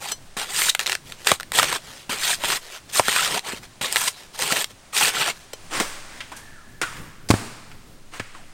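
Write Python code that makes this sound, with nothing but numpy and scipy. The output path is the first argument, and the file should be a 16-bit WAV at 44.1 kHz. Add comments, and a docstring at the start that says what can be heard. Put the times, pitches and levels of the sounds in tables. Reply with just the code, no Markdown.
"""Coconut husking and harvest

Coconuts are husked on an upright steel blade: crackling noise tears in strokes, bundles snap as short
resonant bursts, the nut bumps, and the blade rings in decaying sine modes between squeaks of wet husk.
Then, in a palm grove, a nut is pulled loose: filtered crackle rustles, struck stalks knock, airy tones sink
and damped low modes thud onto dry ground. Trunks scatter the sound back; rumble and breeze run throughout."""
import sys
import numpy as np
from scipy import signal
from scipy.fft import rfft, irfft, next_fast_len
from scipy.io import wavfile
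from scipy.ndimage import uniform_filter1d, map_coordinates

SR = 44100
rng = np.random.default_rng(int(sys.argv[2]) if len(sys.argv) > 2 else 0)


def bounce(signal):
    """Save signal as a 16-bit WAV file at the path given by the first command-line argument."""
    frames = np.transpose(np.atleast_2d(signal))
    limited = np.clip(frames, -1, 1)
    pcm = np.round(limited * 32767).astype(np.int16)
    wavfile.write(sys.argv[1], SR, pcm)


N = 376168
TOP_HZ = 16000  # upper band limit
TIME = np.arange(N) / SR
SHORT = np.arange(SR // 4) / SR  # time axis of one short event, s


def amp(db):
    """Decibels to gain."""
    return 10 ** (np.asarray(db) / 20)


def unit(x):
    """Scaled to rms 1."""
    return x / np.sqrt(np.mean(x ** 2) + 1e-20)


def crest(x):
    """Scaled to peak 1."""
    return x / np.abs(x).max()


def fade(t60):
    """A decay that loses 60 dB in t60 seconds."""
    return np.exp(-np.log(1000) * SHORT / t60)


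def along(points, hz):
    """Interpolates (f/Hz, value) points on a log frequency axis."""
    f, v = np.transpose(points)
    return np.interp(np.log(hz + 1), np.log(f + 1), v)


def gain(s, db):
    """Gain per sample along a level curve, -120 dB outside it."""
    return amp(np.interp(TIME, s, db, left=-120, right=-120))


def add(track, s, sound):
    """Mixes a sound into the track at s seconds."""
    part = track[round(s * SR):][:len(sound)]
    part += sound[:len(part)]


def wobble(rate):
    """A smooth random curve, rate knots a second."""
    knots = rng.standard_normal(int(N * rate / SR) + 4)
    return map_coordinates(knots, [TIME * rate])


def colour(x, spectrum):
    """Minimum-phase filter with the gain of (f/Hz, level/dB) points."""
    size = 4096
    level_db = np.maximum(along(spectrum, np.fft.rfftfreq(size, 1 / SR)), -100)
    cepstrum = irfft(np.log(amp(level_db)))
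    # folding the cepstrum forward makes the filter causal
    cepstrum[1:size // 2] *= 2
    cepstrum[size // 2 + 1:] = 0
    response = irfft(np.exp(rfft(cepstrum)))
    return signal.oaconvolve(x, response)[:len(x)]


def band(x, lo_hz, hi_hz, order=2):
    """Causal band-pass."""
    edges = [lo_hz, min(hi_hz, TOP_HZ)]
    return signal.sosfilt(signal.butter(order, edges, "band", fs=SR, output="sos"), x)


def resonate(x, hz, q):
    """One resonance, at most half the band limit in pitch."""
    b, a = signal.iirpeak(min(hz, TOP_HZ / 2), max(q, 1), SR)
    return signal.lfilter(b, a, x)


def burst(t60):
    """Noise that dies away."""
    return rng.standard_normal(len(SHORT)) * fade(t60)


def crackle(rate, spread_db, patchy_db):
    """Tiny fractures of random size, rate a second; neighbours share a pitch, so colour shifts in patches."""
    size = rng.standard_normal(N) * amp(spread_db * rng.standard_normal(N))
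    fractures = size * (rng.random(N) < rate / SR)
    z = signal.stft(fractures, nperseg=512)[2]
    field = uniform_filter1d(rng.standard_normal(z.shape), size=5, axis=0)
    field = uniform_filter1d(field, size=5, axis=1)
    return signal.istft(z * amp(patchy_db * unit(field)), nperseg=512)[1][:N]


def stroke(s, rise_s, hold_s, t60, swell_db=0):
    """Gain per sample of one push: it builds, holds while swelling or easing, and dies away."""
    out = np.zeros(N)
    t = np.arange(SR) / SR
    held = np.clip((t - rise_s) / hold_s, 0, 1)
    release = np.exp(-np.log(1000) * np.maximum(t - rise_s - hold_s, 0) / t60)
    add(out, max(s, 0), np.minimum(t / rise_s, 1) * amp(swell_db * held) * release)
    return out


# the air bed: t/s, rumble level/dB, breeze level/dB, microphone wind level/dB
AIR_LEVELS = [(0, -51.5, -52, -46), (5.4, -55, -51.5, -62), (5.8, -52, -45, -42.5), (7, -47.5, -58, -44.5),
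              (8.53, -52.5, -53.5, -42.5)]
# spectrum of the low rumble: f/Hz, level/dB per Hz
RUMBLE_COLOUR = [(25, 0), (60, -5.5), (110, -1.5), (200, -6), (400, -12.5), (900, -29), (2000, -34)]
# spectrum of the breeze in the leaves: f/Hz, level/dB per Hz
BREEZE_COLOUR = [(240, -17), (400, -7.5), (460, -19), (528, -6), (753, -6.5), (9760, -15.5), (11400, -35),
                 (16000, -27)]


def outdoors():
    """Low rumble, a breeze in the leaves and slow wind pressure on the microphone, all filtered noise."""
    s, *levels = np.transpose(AIR_LEVELS)
    rumble_db, breeze_db, wind_db = [np.interp(TIME, s, db) for db in levels]
    rumble = unit(colour(rng.standard_normal(N), RUMBLE_COLOUR))
    breeze = unit(colour(rng.standard_normal(N), BREEZE_COLOUR))
    wind = unit(band(rng.standard_normal(N), 9.36, 12.0))
    rumble = amp(rumble_db + 3.4 * wobble(11.0)) * rumble
    breeze = amp(breeze_db + 0.25 * wobble(2.48)) * breeze
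    return rumble + breeze + amp(wind_db) * wind


# the point drives into the husk: t/s, tearing level/dB before the range trims
BLADE_STABS = [(0.367, -25), (1.516, -47), (2.093, -24.5), (3.811, -23.5)]
STAB_RISE_S, STAB_HOLD_S, STAB_T60_S = 0.0024, 0.048, 0.29
STAB_COARSE_DB, STAB_FINE_DB = -9, -6  # coarse bundles and fine fibres, relative to the stab's tearing
# husk is levered off: t/s, rise/s, hold/s, tearing level/dB before the range trims,
# swell over the hold/dB, coarse bundles relative level/dB, fine fibres relative level/dB
HUSK_TEARS = [ (0.0, .02, 0.099, -35.5, 3, -7, -2.5), (0.485, 0.098, 0.11, -23.5, 1, -15, -0.5),
              (1.246, 0.024, 0.07, -22.5, -2, -11.5, -4.5), (1.527, 0.046, 0.024, -21, 1.5, -8.5, -1.5),
              (1.602, .02, 0.022, -23.5, 0, -4.5, -2.5), (1.648, 0.037, 0.081, -26.5, 1, -6, -7),
              (2.16, 0.093, 0.086, -24, 3, -16, -2), (2.392, 0.072, 0.1, -23.5, 1, -10.5, -4.5),
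              (2.922, 0.029, 0.043, -23, 0, -14.5, 1), (3.004, 0.14, 0.12, -20, 0, -15, -4.5),
              (3.265, .015, 0.1, -26.5, 0.5, -5, -4), (3.421, .065, 0.069, -30.5, -7, -5.5, -6.5),
              (3.899, 0.078, 0.11, -27.5, 1.5, -13.5, 1.5), (4.369, 0.051, 0.2, -25.5, -0.5, -7, -3),
              (4.924, 0.057, 0.11, -19, 0, -13.5, -3), (5.101, .06, 0.14, -23.5, 0.5, -8.5, -8), ]
TEAR_T60_S = 0.076  # the last fibres let go


def effort():
    """How hard coarse, middling and fine fibres are torn by all the stabs and levering strokes."""
    pushes = []
    for s, db in BLADE_STABS:
        push = amp(db) * stroke(s, STAB_RISE_S, STAB_HOLD_S, STAB_T60_S)
        pushes.append((push, STAB_COARSE_DB, STAB_FINE_DB))
    for s, rise, hold, db, swell_db, coarse_db, fine_db in HUSK_TEARS:
        push = amp(db) * stroke(s, rise, hold, TEAR_T60_S, swell_db)
        pushes.append((push, coarse_db, fine_db))
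    coarse = sum(push * amp(db) for push, db, _ in pushes)
    middle = sum(push for push, _, _ in pushes)
    fine = sum(push * amp(db) for push, _, db in pushes)
    catching = amp(1.45 * wobble(55))  # the husk holds and gives unevenly
    return catching * coarse, catching * middle, catching * fine


def plucks(count, centre_hz, cycles, spread_db):
    """Single stiff fibres part, each ringing briefly at its own pitch."""
    when = rng.random((count, 1))
    pitch = rng.standard_normal((count, 1))
    size = rng.random((count, 1))
    steps = np.arange(SR // 50)
    turns = np.minimum(centre_hz * np.exp(.75 * pitch), TOP_HZ) * steps / SR
    level = amp(spread_db * size ** 2 + 2 * pitch)
    grains = level * np.sin(2 * np.pi * turns) * np.exp(-turns / cycles)
    places = (when * N).astype(int) + steps
    return np.bincount(places.ravel(), grains.ravel(), N)[:N]


# spectrum of breaking husk: f/Hz, level/dB per Hz
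HUSK_COLOUR = [(41, -79), (70, -42), (135, -5.5), (268, -10.5), (412, -2), (593, -7), (761, -2.5),
               (1580, -1.5), (2370, 1.5), (3490, 0.5), (6020, -7), (8860, -3), (10900, -17), (14000, -11.5),
               (16000, -27)]


def tearing():
    """Fibres give way in clumps: coarse bundles crunch low, fine hairs hiss, dry strands tick."""
    hairs = unit(colour(crackle(rate=18000, spread_db=2.0, patchy_db=2.8), HUSK_COLOUR))
    stiff = unit(band(plucks(count=3600, centre_hz=2500, cycles=6, spread_db=16), 600, 12000))
    strands = (rng.random(N) < 260 / SR) * rng.choice([-1, 1], N) * rng.uniform(.5, 1, N)
    ticks = unit(colour(strands, HUSK_COLOUR))
    fibres = (hairs + .6 * stiff + .48 * ticks) * amp(.9 * wobble(300))
    coarse, middle, fine = effort()
    # thickness sets the pitch of a breaking fibre; the three ranges overlap smoothly
    size = next_fast_len(N)
    hz, spectrum = np.fft.rfftfreq(size, 1 / SR), rfft(fibres, size)
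    below = lambda edge_hz: irfft(spectrum / (1 + (hz / edge_hz) ** 6), size)[:N]
    low, upper = below(1064), below(5300)
    crunch = amp(-1.5) * coarse * unit(low)
    rip = amp(-3.0) * middle * unit(upper - low)
    hiss = amp(-1.5) * fine * unit(fibres - upper)
    return crunch + rip + hiss


# thick fibre bundles break: t/s, first crack peak level/dB, f/Hz (held to 8000 Hz), number of cracks
BUNDLE_SNAPS = [(.618, -6, 3480, 1), (.7495, -4.5, 1910, 1), (.7935, -6.5, 1920, 3), (0.861, -9.5, 2290, 1),
                (.867, -7, 3950, 2), (.886, -18, 3140, 1), (.8965, -5, 3140, 1), (.920, -6.5, 2120, 2),
                (.952, -8.5, 1690, 1), (1.122, -16.5, 3650, 1), (1.247, -20, 5300, 1),
                (1.2703, -2, 1480, 1), (1.273, -2.5, 3350, 1), (1.3163, 1.5, 1160, 1),
                (1.3995, -15.5, 1460, 2), (1.431, -18, 1640, 1), (1.5195, -10.5, 2000, 1),
                (1.5875, -1.5, 750, 1), (1.5965, -1.5, 1220, 1), (1.6295, -1, 1170, 1),
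                (1.7275, -9, 880, 1), (2.4375, -8.5, 880, 2), (2.502, -8, 1410, 1), (2.996, 0.5, 720, 1),
                (3.0825, -4.5, 1380, 1), (3.2764, -12, 3740, 1), (3.393, -13.5, 3600, 1),
                (3.9255, -6.5, 8300, 1), (3.959, -2, 1800, 2), (4.391, -12.5, 8200, 2),
                (4.4227, -7, 1930, 1), (4.5235, -4, 1910, 1), (4.569, -6.5, 2420, 1),
                (4.6435, -8.5, 3100, 1), (4.966, -8, 2580, 1), (4.977, -2.5, 3800, 1)]
CRACK_GAP_S, CRACK_LOSS_DB = 0.0083, 2  # each further crack of a bundle comes this much later and weaker
# small snaps in every tear: mean peak relative to the tearing level, its random spread, median pitch
STRAY_COUNT, STRAY_DB, STRAY_SPREAD_DB, STRAY_HZ = 3, 10.5, 1.5, 2420


def breaks():
    """t/s, peak level/dB, f/Hz of every crack: thick bundles singly or in runs, thin ones at random in tears."""
    cracks = []
    for s, db, hz, count in BUNDLE_SNAPS:
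        for k in range(round(count)):
            cracks.append((s + k * CRACK_GAP_S, db - k * CRACK_LOSS_DB, hz))
    for s, rise, hold, db, *_ in HUSK_TEARS:
        whens = rng.random(STRAY_COUNT)
        for when, (size, pitch) in zip(whens, rng.standard_normal((STRAY_COUNT, 2))):
            peak_db = db + STRAY_DB + STRAY_SPREAD_DB * size
            cracks.append((s + rise + when * hold, peak_db, STRAY_HZ * np.exp(.5 * pitch)))
    return cracks


def snaps():
    """A bundle breaks with a sharp noise crack and a brief resonance; louder breaks die away more slowly."""
    out = np.zeros(N)
    for s, db, hz in breaks():
        t60 = 0.0086 + 0.0065 * min(amp(db), 1)
        crack = crest(colour(band(burst(t60), 440, TOP_HZ), HUSK_COLOUR))
        ring = crest(resonate(burst(t60), hz, q=3.1))
        add(out, s, amp(db) * crest(crack + 0.8 * ring))
    return out


# the blade springing free: t/s, peak level/dB of the modal ring together with its noise burst
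BLADE_RINGS = [(0.119, -10.5), (3.528, -24.5), (5.533, -19)]
# ringing modes of the steel: f/Hz, mean level/dB (each ring varies it), t60/s
STEEL_MODES = [(3066, -1.5, 0.095), (4170, -4, .09), (5170, -9, 0.079), (6030, -37, .07), (5950, -4, 0.13),
               (6288, -36, 0.12), (7750, 1, 0.046), (12800, -20, .06)]
# wet husk squeaking on steel: t/s of the middle, level/dB, mean slips a second, half length/s
HUSK_SQUEAKS = [(0.698, -11.5, 3640, 0.0056), (2.443, -44, 1900, 0.0011), (2.895, -44, 1700, 0.0039),
                (4.081, -17, 1040, 0.0063)]


def blade():
    """The steel rings in decaying modes as the husk lets go, and wet husk slips on it in short squeaks."""
    out = np.zeros(N)
    for s, db in BLADE_RINGS:
        ring = np.zeros(len(SHORT))
        for hz, level, t60 in STEEL_MODES:
            ring += amp(level + rng.normal(0, 3)) * fade(t60) * np.sin(2 * np.pi * hz * SHORT)
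        noise = crest(band(burst(0.032), 240, 10500))
        add(out, s, amp(db) * crest(crest(ring) + 1.2 * noise))
    for s, db, slip_hz, half in HUSK_SQUEAKS:
        cycles = np.cumsum(slip_hz * (1 + .5 * rng.standard_normal(len(SHORT)))) / SR
        slips = band(np.diff(np.floor(cycles), prepend=0), 930, 6900)  # one pulse per slip
        add(out, s - 2 * half, amp(db) * unit(slips) * np.exp(-(SHORT / half - 2) ** 2))
    return out


# hands shift and rub on the husk: t/s of the middle, length/s, level/dB before the rub trim
HAND_GRIPS = [(0.825, 0.035, -32), (0.912, .07, -28.5), (1.104, 0.082, -41.5), (1.22, 0.076, -43.5),
              (1.93, 0.22, -41.5), (2.39, 0.036, -39), (2.648, 0.067, -41), (2.741, 0.08, -36.5),
              (2.91, 0.032, -39.5), (3.574, 0.033, -38), (3.642, 0.035, -41), (4.19, 0.14, -43),
              (4.355, .03, -37), (4.71, 0.024, -41.5), (5.385, 0.12, -46.5)]
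# spectrum of the rubbing hands: f/Hz, level/dB per Hz
RUB_COLOUR = [(120, -44), (200, -30), (236, -39), (360, 1), (1080, -0.5), (3560, 1), (9060, -6.5),
              (16000, -18.5)]
# the hollow nut bumps on the blade and in the hands: t/s, knock peak level/dB, f/Hz
NUT_BUMPS = [(1.316, -5.5, 490), (1.64, -18.5, 503), (2.44, -16.5, 700), (2.995, -6.5, 634),
             (3.082, -19.5, 355), (3.483, -25, 420), (3.511, -32, 1320), (3.533, -23, 268),
             (4.52, -21, 223), (5.534, -24, 450)]
STAB_BUMP_DB, STAB_BUMP_HZ = -1, 236  # the nut's hollow answer, relative to the stab's tearing
# every bump also jolts the blade's post; level relative to the bump
THUMP_DB, THUMP_HZ, THUMP_T60_S = -23.5, 98, 0.055


def handling():
    """Hands rub and turn the nut; it bumps with a hollow knock and a low thump, also at every stab."""
    rub = unit(colour(crackle(rate=7000, spread_db=3.5, patchy_db=2.5), RUB_COLOUR))
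    grip = sum(amp(db) / (1 + (2 * (TIME - s) / length) ** 4) for s, length, db in HAND_GRIPS)
    out = amp(-1.5) * rub * grip
    stab_bumps = [(s, db + STAB_BUMP_DB, STAB_BUMP_HZ) for s, db in BLADE_STABS]
    for s, db, hz in NUT_BUMPS + stab_bumps:
        knock = crest(band(resonate(burst(0.031), hz, q=1.57), 55, 1900))
        jolt = resonate(burst(THUMP_T60_S), THUMP_HZ, q=1)
        thump = crest(resonate(jolt, THUMP_HZ, q=1))
        add(out, s, amp(db) * (knock + amp(THUMP_DB) * thump))
    return out


# fronds and dry litter rustle: t/s, rise/s, hold/s, level/dB before the rustle trim
FROND_RUSTLES = [(5.698, 0.047, 0.082, -25.5), (6.064, 0.069, 0.057, -43.5), (6.338, .03, .03, -46),
                 (6.835, .01, 0.12, -49.5), (8.112, 0.028, 0.04, -39.5), (8.33, 0.022, 0.027, -48)]
RUSTLE_T60_S = 0.13
# spectrum of stiff leaves: f/Hz, level/dB per Hz
FROND_COLOUR = [(80, -47), (130, -13), (210, -17.5), (308, -5.5), (410, -12.5), (750, -10), (1900, -8.5),
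                (3200, -13.5), (6000, -18), (9000, -16.5), (10800, -30.5), (15800, -30)]
# knocks on stalks and litter: t/s, peak level/dB, f/Hz, t60/s, leaf crackle level/dB relative to the stalk
STALK_KNOCKS = [(5.8, -8.5, 326, .083, 10.5), (6.205, -20.5, 2200, 0.092, -9.5),
                (6.318, -27, 1000, 0.15, -0.5), (6.365, -31, 7400, 0.16, -17),
                (6.8151, -10, 1850, 0.099, 9.5), (6.832, -17, 1500, 0.1, -6), (6.924, -32, 1400, 0.068, -2),
                (6.968, -27.5, 2080, 0.041, 9), (7.288, -17, 5800, 0.12, -3),
                (7.305, -3.5, 1070, 0.0077, 3.5), (7.3095, -3.5, 796, 0.026, 5),
                (7.34, -15, 1230, 0.034, -7), (7.715, -31, 1920, .046, -9), (8.137, -28.5, 1510, 0.19, -2),
                (8.197, -15.5, 1670, 0.057, -5), (8.349, -28.5, 1150, 0.043, -10)]


def fronds():
    """Stiff leaves rustle as coloured crackle; stalks and litter knock and crackle when struck."""
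    shaking = sum(amp(db) * stroke(s, rise, hold, RUSTLE_T60_S) for s, rise, hold, db in FROND_RUSTLES)
    rustle = unit(colour(crackle(rate=14000, spread_db=2.0, patchy_db=1.8), FROND_COLOUR))
    out = amp(-1.0) * shaking * rustle
    for s, db, hz, t60, leaf_db in STALK_KNOCKS:
        stalk = crest(resonate(resonate(burst(t60), hz, q=1.0), hz, q=1.0))
        leaf = crest(colour(burst(t60), FROND_COLOUR))
        add(out, s, amp(db) * crest(stalk + amp(leaf_db) * leaf))
    return out


# thin airy whistles in the grove, one curve each: t/s, f/Hz, level/dB before the whistle trim
AIRY_WHISTLES = [
    [(6.33, 1540, -44), (6.43, 1740, -47.5), (6.7, 1735, -51.5), (6.82, 1690, -55)],
    [(6.52, 1650, -55), (6.58, 1440, -44), (6.67, 1120, -60)],
    [(6.83, 1500, -25), (6.93, 1200, -45), (7.15, 997, -59)],
    [(8.35, 1145, -47), (8.39, 777, -49), (8.44, 700, -56)],
]


def whistles():
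    """Narrow, airy tones that waver and sink: random amplitudes on a gliding sine and cosine."""
    out = np.zeros(N)
    for rows in AIRY_WHISTLES:
        s, hz, db = np.transpose(rows)
        phase = 2 * np.pi * np.cumsum(np.interp(TIME, s, hz)) / SR
        tone = wobble(210) * np.sin(phase) + wobble(210) * np.cos(phase)
        out += amp(-3.0) * gain(s, db) * tone
    return out


# the nut landing and bouncing: t/s, level/dB of the swing's peak
NUT_THUDS = [(7.3031, 0.5), (7.339, -6.5), (8.2, -22)]
# damped modes of the ground: f/Hz, relative level/dB, t60/s
GROUND_MODES = [(111, 3, 0.093), (186, -2, 0.049), (274, 9.5, 0.019), (405, 6.5, 0.01)]


def landing():
    """The heavy nut drives a few low, damped swings into the soil, with a soft noise burst."""
    out = np.zeros(N)
    modes = sum(amp(level) * fade(t60) * np.sin(2 * np.pi * hz * SHORT) for hz, level, t60 in GROUND_MODES)
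    swing = crest(band(modes, 89, 2800))
    for s, db in NUT_THUDS:
        add(out, s, amp(db) * (swing + 0.24 * crest(band(burst(0.065), 67, 510))))
    return out


def echo(x, t60s, build_s):
    """A diffuse noise tail that builds up; each frequency dies at its own speed."""
    hz, t, z = signal.stft(rng.standard_normal(SR * 3 // 2), SR, nperseg=256)
    decay = amp(-60 * t / along(t60s, hz)[:, None])
    tail = signal.istft(z * decay, SR, nperseg=256)[1]
    tail = tail * (1 - np.exp(-np.arange(len(tail)) / SR / build_s))
    return signal.fftconvolve(x, tail / np.linalg.norm(tail))[:N]


def scatter(x, t60s):
    """Countless trunks and leaves return the sound as smooth noise that dies away band by band."""
    hz, t, z = signal.stft(x, SR, nperseg=256)
    power = np.abs(uniform_filter1d(np.abs(z) ** 2, size=5, axis=0))
    # -120 in amp() is 60 dB of power; the tail builds over 30 ms
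    tail = amp(-120 * t[:300] / along(t60s, hz)[:, None]) * np.minimum(t[:300] / .03, 1)
    tail = tail / tail.sum(1, keepdims=True)
    late = np.abs(signal.fftconvolve(power, tail, axes=1))[:, :len(t)]
    noise = signal.stft(rng.standard_normal(N), SR, nperseg=256)[2]
    return signal.istft(np.sqrt(late) * noise / noise.std(), SR, nperseg=256)[1][:N]


# decay of the husking yard: f/Hz, t60/s
YARD_DECAY = [(300, 0.072), (12000, 0.17)]
# decay of the palm grove: f/Hz, t60/s
GROVE_DECAY = [(100, 0.86), (400, 0.94), (1200, 1.28), (5000, 1.12), (14000, 0.72)]
# what the palms throw back: f/Hz, level/dB
FOLIAGE_COLOUR = [(200, -7), (900, -1), (2500, 0.5), (12000, 2.5)]


def scene():
    """The husking yard and the grove, each with its own echo, over the outdoor air."""
    husking = tearing() + snaps() + blade() + handling()
    leaves = fronds() + whistles()
    thud = landing()
    yard = husking + amp(-14.0) * echo(husking, YARD_DECAY, build_s=0.00044)
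    leaf_echo = amp(-9.0) * scatter(colour(leaves, FOLIAGE_COLOUR), GROVE_DECAY)
    thud_echo = amp(-19.0) * echo(thud, GROVE_DECAY, build_s=0.018)
    grove = leaves + thud + leaf_echo + thud_echo
    return (yard + grove + outdoors())[None]


def record(dry):
    """The loudest peaks saturate; nothing passes above the band limit."""
    held = dry / (1 + np.abs(dry) ** 8) ** (1 / 8)
    size = next_fast_len(N + SR // 4)
    passed = np.fft.rfftfreq(size, 1 / SR) < TOP_HZ
    return irfft(rfft(held, size) * passed, size)[:, :N]


dry = scene()
out = record(dry)
bounce(out)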